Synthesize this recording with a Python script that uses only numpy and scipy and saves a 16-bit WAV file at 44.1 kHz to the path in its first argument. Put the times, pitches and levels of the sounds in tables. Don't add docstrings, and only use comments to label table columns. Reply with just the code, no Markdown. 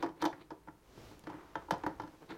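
import sys
import numpy as np
from scipy import signal
from scipy.fft import rfft, irfft, next_fast_len
from scipy.io import wavfile

SR = 44100
rng = np.random.default_rng(int(sys.argv[2]) if len(sys.argv) > 2 else 0)


def wav_record(signal):
    frames = np.transpose(np.atleast_2d(signal))
    bounded = np.clip(frames, -1, 1)
    quanta = np.round(bounded * 32767).astype(np.int16)
    wavfile.write(sys.argv[1], SR, quanta)


N = 104693

# frequency in Hz, T60 in seconds.
ROOM_T60_S = [(150, 0.63), (400, 0.16), (1000, 0.27), (3000, 0.19), (8000, 0.28), (16000, 0.13)]
# frequency in Hz, gain in dB.
ROOM_GAIN_DB = [(150, -17), (300, -9), (600, -2), (1000, -10.5), (3000, -8), (8000, -13), (16000, -16)]
# frequency in Hz, relative level in dB.
FLOOR_COLOUR_DB = [(20, -34.5), (55, 6.5), (100, -7), (150, 11.5), (220, 1), (310, 7), (500, -5),
                   (900, -15.5), (2000, -20), (4000, -20.5), (10000, -17.5), (16000, -21)]
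RUMBLE_COLOUR_DB = [(20, 0), (36, 0), (50, 16.5), (75, 6.5), (120, 7.5), (200, -28.5), (500, -1),
                    (2000, -90)]
SLEEVE_COLOUR_DB = [(80, 5.5), (400, 6.5), (900, -1), (2000, -7), (3500, -10), (6000, -12.5), (9500, -23),
                    (13000, -22), (16000, -25)]
HINGE_COLOUR_DB = [(100, -34), (320, 10), (550, -6), (950, 2), (1900, -8.5), (2800, -16.5), (6000, -30),
                   (16000, -41)]
SCRAPE_BODY_COLOUR_DB = [(100, -14.5), (165, -1), (225, -20), (305, 7), (370, -2.5), (650, -13), (900, -7),
                         (1600, -18), (2500, -26), (6000, -43)]
SCRAPE_SQUEAK_COLOUR_DB = [(800, 6.5), (2000, 8.5), (3100, 1), (3700, 4.5), (4050, 4), (4400, 3),
                           (4900, -11.5), (7500, -16.5), (16000, -37)]
# time in seconds, level in dB.
RUMBLE_LEVEL_DB = [(.93, -70), (1.02, -56.5), (1.12, -61.5), (1.2, -68), (1.68, -64), (1.77, -60),
                   (1.9, -60.5), (2.05, -61), (2.2, -75)]
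SLEEVE_LEVEL_DB = [(.8, -72), (.9, -63.5), (1.0, -56), (1.11, -56), (1.18, -62.5), (1.3, -68.5), (1.5, -65)]
HINGE_LEVEL_DB = [(1.2, -73), (1.25, -67), (1.28, -52), (1.41, -57), (1.45, -60), (1.53, -62.5),
                  (1.62, -57), (1.68, -68), (1.8, -57.5), (2.1, -65), (2.2, -123)]
# peak time, rise and fall in seconds, body and squeak in dB.
SCRAPE_STROKES = [(.012, 0.076, 0.014, -49, -61.5), (.18, 0.017, .015, -58, -72),
                  (0.22, 0.0095, 0.005, -52, -48), (0.394, 0.051, 0.018, -58.5, -73),
                  (0.418, 0.0072, 0.0063, -60.5, -60), (2.146, 0.016, 0.0096, -57, -87),
                  (2.227, 0.011, 0.014, -52, -81), (2.303, 0.0093, 0.016, -53, -52),
                  (2.36, 0.04, 0.039, -54, -69.5)]
# start in seconds, level in dB.
TICK_EVENTS = [(1.1936, -48.5), (1.7817, -56)]
# frequency in Hz, relative level in dB, T60 in seconds.
HOUSING_MODES = [(166.4, 0, 0.13), (306.2, -0.5, 0.067), (331.3, -4, 0.07), (399.6, -16, 0.087),
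                 (535.4, -7, .08), (685.4, -11.5, 0.12), (872.2, 7, 0.033), (991, 2.5, 0.037),
                 (1383, 2, 0.036), (1743, 9, 0.013), (2000, -16, 0.037), (3095, 17, 0.045),
                 (3606, 12.5, 0.041), (5120, -22.5, 0.11), (5290, -6.5, 0.017), (12500, 0, .015)]
# low and high edge in Hz, rise and rattle T60 in seconds,
# rattle over the modes in dB.
CONTACT_BANDS = [(102.6, 189.4, 0.0013, 0.12, -0.5), (264, 502, 0.0055, 0.042, -7.5),
                 (481, 1300, 0.0004, 0.072, -5.5), (1065, 1978, 0.00022, 0.038, 0),
                 (2310, 5800, .0004, 0.033, 5.5), (6200, 14300, 0.00034, 0.028, 18)]
# start in seconds, then thud, hollow, knock, clack, click, snap in dB.
CONTACT_EVENTS = [ (0.0254, -68, -40.5, -38, -45, -51.5, -66.5), (.0315, -64.5, -33, -35, -62, -54.5, -78),
                  (0.043, -56, -33, -45.5, -50, -61.5, -78), (0.062, -56, -64, -62, -50, -66, -75),
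                  (0.089, -53.5, -59, -49, -61.5, -68, -86), (0.2173, -81, -56, -61, -58.5, -51, -61.5),
                  (0.2227, -59, -34, -35, -44, -47.5, -64), (.229, -50, -35.5, -40.5, -57, -70, -76),
                  (0.2403, -57, -50, -35.5, -44, -60, -59.5), (0.2526, -59, -28, -34, -42.5, -44, -55.5),
                  (0.2575, -55, -36.5, -32.5, -55, -47, -73), (0.328, -55.5, -72, -50.5, -50.5, -70, -83),
                  (0.5052, -63, -63.5, -46.5, -58.5, -64, -89), (.514, -58.5, -44, -47, -60, -74, -111),
                  (.674, -58, -59.5, -53, -63, -80, -94), (0.684, -57.5, -51.5, -52.5, -56, -78, -93),
                  (0.9756, -53, -56, -60.5, -75, -73, -85), (1.113, -67, -56, -60.5, -72, -79, -80),
                  (1.238, -56, -62.5, -65, -69, -66, -82), (1.2696, -56, -41.5, -51, -50.5, -63, -85),
                  (1.2993, -53, -55, -46, -71, -65, -80), (1.341, -54, -47, -53.5, -75, -80, -82),
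                  (1.5544, -51.5, -43.5, -36.5, -41.5, -56, -78), (1.6847, -64, -50, -48, -85, -83, -89),
                  (1.708, -66, -38, -29, -38.5, -43.5, -54.5), (1.721, -38, -47, -62, -63, -53.5, -70),
                  (1.737, -55, -49, -37.5, -51, -59, -81), (1.836, -68, -38.5, -39.5, -48, -61, -86),
                  (1.8639, -42, -35, -33.5, -41.5, -55.5, -64.5), (1.8743, -48, -43.5, -52, -58, -69, -85),
                  (1.9983, -50.5, -46.5, -39, -51.5, -59, -83), (2.018, -60, -51, -50, -62, -64.5, -76),
                  (2.035, -55, -45, -49.5, -58.5, -70, -87), (2.075, -63.5, -62, -64.5, -61, -69, -93),
                  (2.306, -64, -45, -50, -61, -65, -95), (2.321, -54, -49.5, -59, -57, -69, -90)]

FLOOR_DB = -70.5
ROOM_DELAY_S = 0.008
BOOM_DELAY_S, BOOM_DB, BOOM_BAND_HZ = 0.057, -18.5, (131, 435)
SLIPS_PER_S = 5400
TICK_T60_S, TICK_BAND_HZ = 0.007, (1800, 16000)
MODE_SCATTER_DB, MODE_DETUNE_RATIO = -0.5, 0.0065
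CUTOFF_HZ = 16000


def amp(db):
    return 10 ** (np.asarray(db) / 20)


def log_interp(points, hz):
    points_hz, values = np.transpose(points)
    return np.interp(np.log(hz + 1), np.log(points_hz + 1), values)


def envelope(points):
    return amp(np.interp(np.arange(N) / SR, *np.transpose(points)))


def filtered(x, response):
    size = next_fast_len(N + SR // 2)
    hz = np.fft.rfftfreq(size, 1 / SR)
    return irfft(rfft(x, size) * response(hz), size)[:N]


def coloured(x, colour):
    shaped = filtered(x, lambda hz: amp(log_interp(colour, hz)))
    return shaped / np.sqrt(np.mean(shaped ** 2) + 1e-20)


def bandpass(x, lo_hz, hi_hz, order=3):
    return signal.sosfilt(signal.butter(order, [lo_hz, hi_hz], 'band', fs=SR, output='sos'), x)


def equal_energy(x):
    return x / np.sqrt(np.sum(x ** 2) / (0.0125 * SR) + 1e-20)


def add(track, start_s, sound):
    part = track[round(start_s * SR):][:len(sound)]
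    part += sound[:len(part)]


def in_room(x):
    length = SR // 2
    hz, t, spectra = signal.stft(rng.standard_normal(length), SR, nperseg=256)
    decay = amp(-60 * t / log_interp(ROOM_T60_S, hz)[:, None])
    decay /= np.sqrt(np.mean(decay ** 2, axis=1, keepdims=True) * length)
    gain = amp(log_interp(ROOM_GAIN_DB, hz))[:, None]
    _, tail = signal.istft(spectra * decay * gain, SR, nperseg=256)
    response = np.pad(tail, (round(ROOM_DELAY_S * SR) + 1, 0))
    pulse = signal.unit_impulse(SR // 10)
    add(response, 0, pulse)
    add(response, BOOM_DELAY_S, amp(BOOM_DB) * bandpass(pulse, *BOOM_BAND_HZ, order=2))
    return signal.fftconvolve(x, response)


def room_floor():
    return amp(FLOOR_DB) * coloured(rng.standard_normal(N), FLOOR_COLOUR_DB)


def arm_movement():
    swish = envelope(SLEEVE_LEVEL_DB) * coloured(rng.standard_normal(N), SLEEVE_COLOUR_DB)
    rumble = envelope(RUMBLE_LEVEL_DB) * coloured(rng.standard_normal(N), RUMBLE_COLOUR_DB)
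    return swish + rumble


def friction(colour):
    slips = rng.random(N) < SLIPS_PER_S / SR
    return coloured(slips * rng.standard_normal(N), colour)


def hinge():
    return envelope(HINGE_LEVEL_DB) * friction(HINGE_COLOUR_DB)


def scrapes():
    out, t = np.zeros(N), np.arange(N) / SR
    body, squeak = friction(SCRAPE_BODY_COLOUR_DB), friction(SCRAPE_SQUEAK_COLOUR_DB)
    for peak_s, rise_s, fall_s, body_db, squeak_db in SCRAPE_STROKES:
        width_s = np.where(t < peak_s, rise_s, fall_s)
        stroke = np.exp(-0.5 * ((t - peak_s) / width_s) ** 2)
        out += stroke * (amp(body_db) * body + amp(squeak_db) * squeak)
    return out


def ticks():
    out, t = np.zeros(N), np.arange(SR // 20) / SR
    for start_s, db in TICK_EVENTS:
        burst = rng.standard_normal(len(t)) * amp(-60 * t / TICK_T60_S)
        add(out, start_s, amp(db) * bandpass(burst, *TICK_BAND_HZ, order=1))
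    return out


def housing_ring(t, lo_hz, hi_hz):
    ring = np.zeros(len(t))
    for k, (hz, db, t60_s) in enumerate(HOUSING_MODES):
        if lo_hz < hz < hi_hz:
            detune, scatter = rng.standard_normal(2)
            mode = (-1) ** k * np.sin(2 * np.pi * hz * (1 + MODE_DETUNE_RATIO * detune) * t)
            ring += amp(db + MODE_SCATTER_DB * scatter - 60 * t / t60_s) * mode
    return ring


def contact(levels_db):
    t = np.arange(SR // 4) / SR
    out = np.zeros(len(t))
    for db, (lo_hz, hi_hz, rise_s, t60_s, rattle_db) in zip(levels_db, CONTACT_BANDS):
        onset = 1 - np.exp(-t / rise_s)
        ring = equal_energy(housing_ring(t, lo_hz, hi_hz) * onset)
        burst = rng.standard_normal(len(t)) * onset * amp(-60 * t / t60_s)
        rattle = equal_energy(bandpass(burst, lo_hz, hi_hz))
        out += amp(db) * equal_energy(ring + amp(rattle_db) * rattle)
    return out


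def knocks():
    out = np.zeros(N)
    for start_s, *levels_db in CONTACT_EVENTS:
        add(out, start_s, in_room(contact(levels_db)))
    return out


def scene():
    machine = knocks() + ticks() + in_room(scrapes() + hinge())[:N]
    return (machine + arm_movement() + room_floor())[None]


def record(dry):
    return filtered(dry[0], lambda hz: hz < CUTOFF_HZ)[None]


dry = scene()
out = record(dry)
wav_record(out)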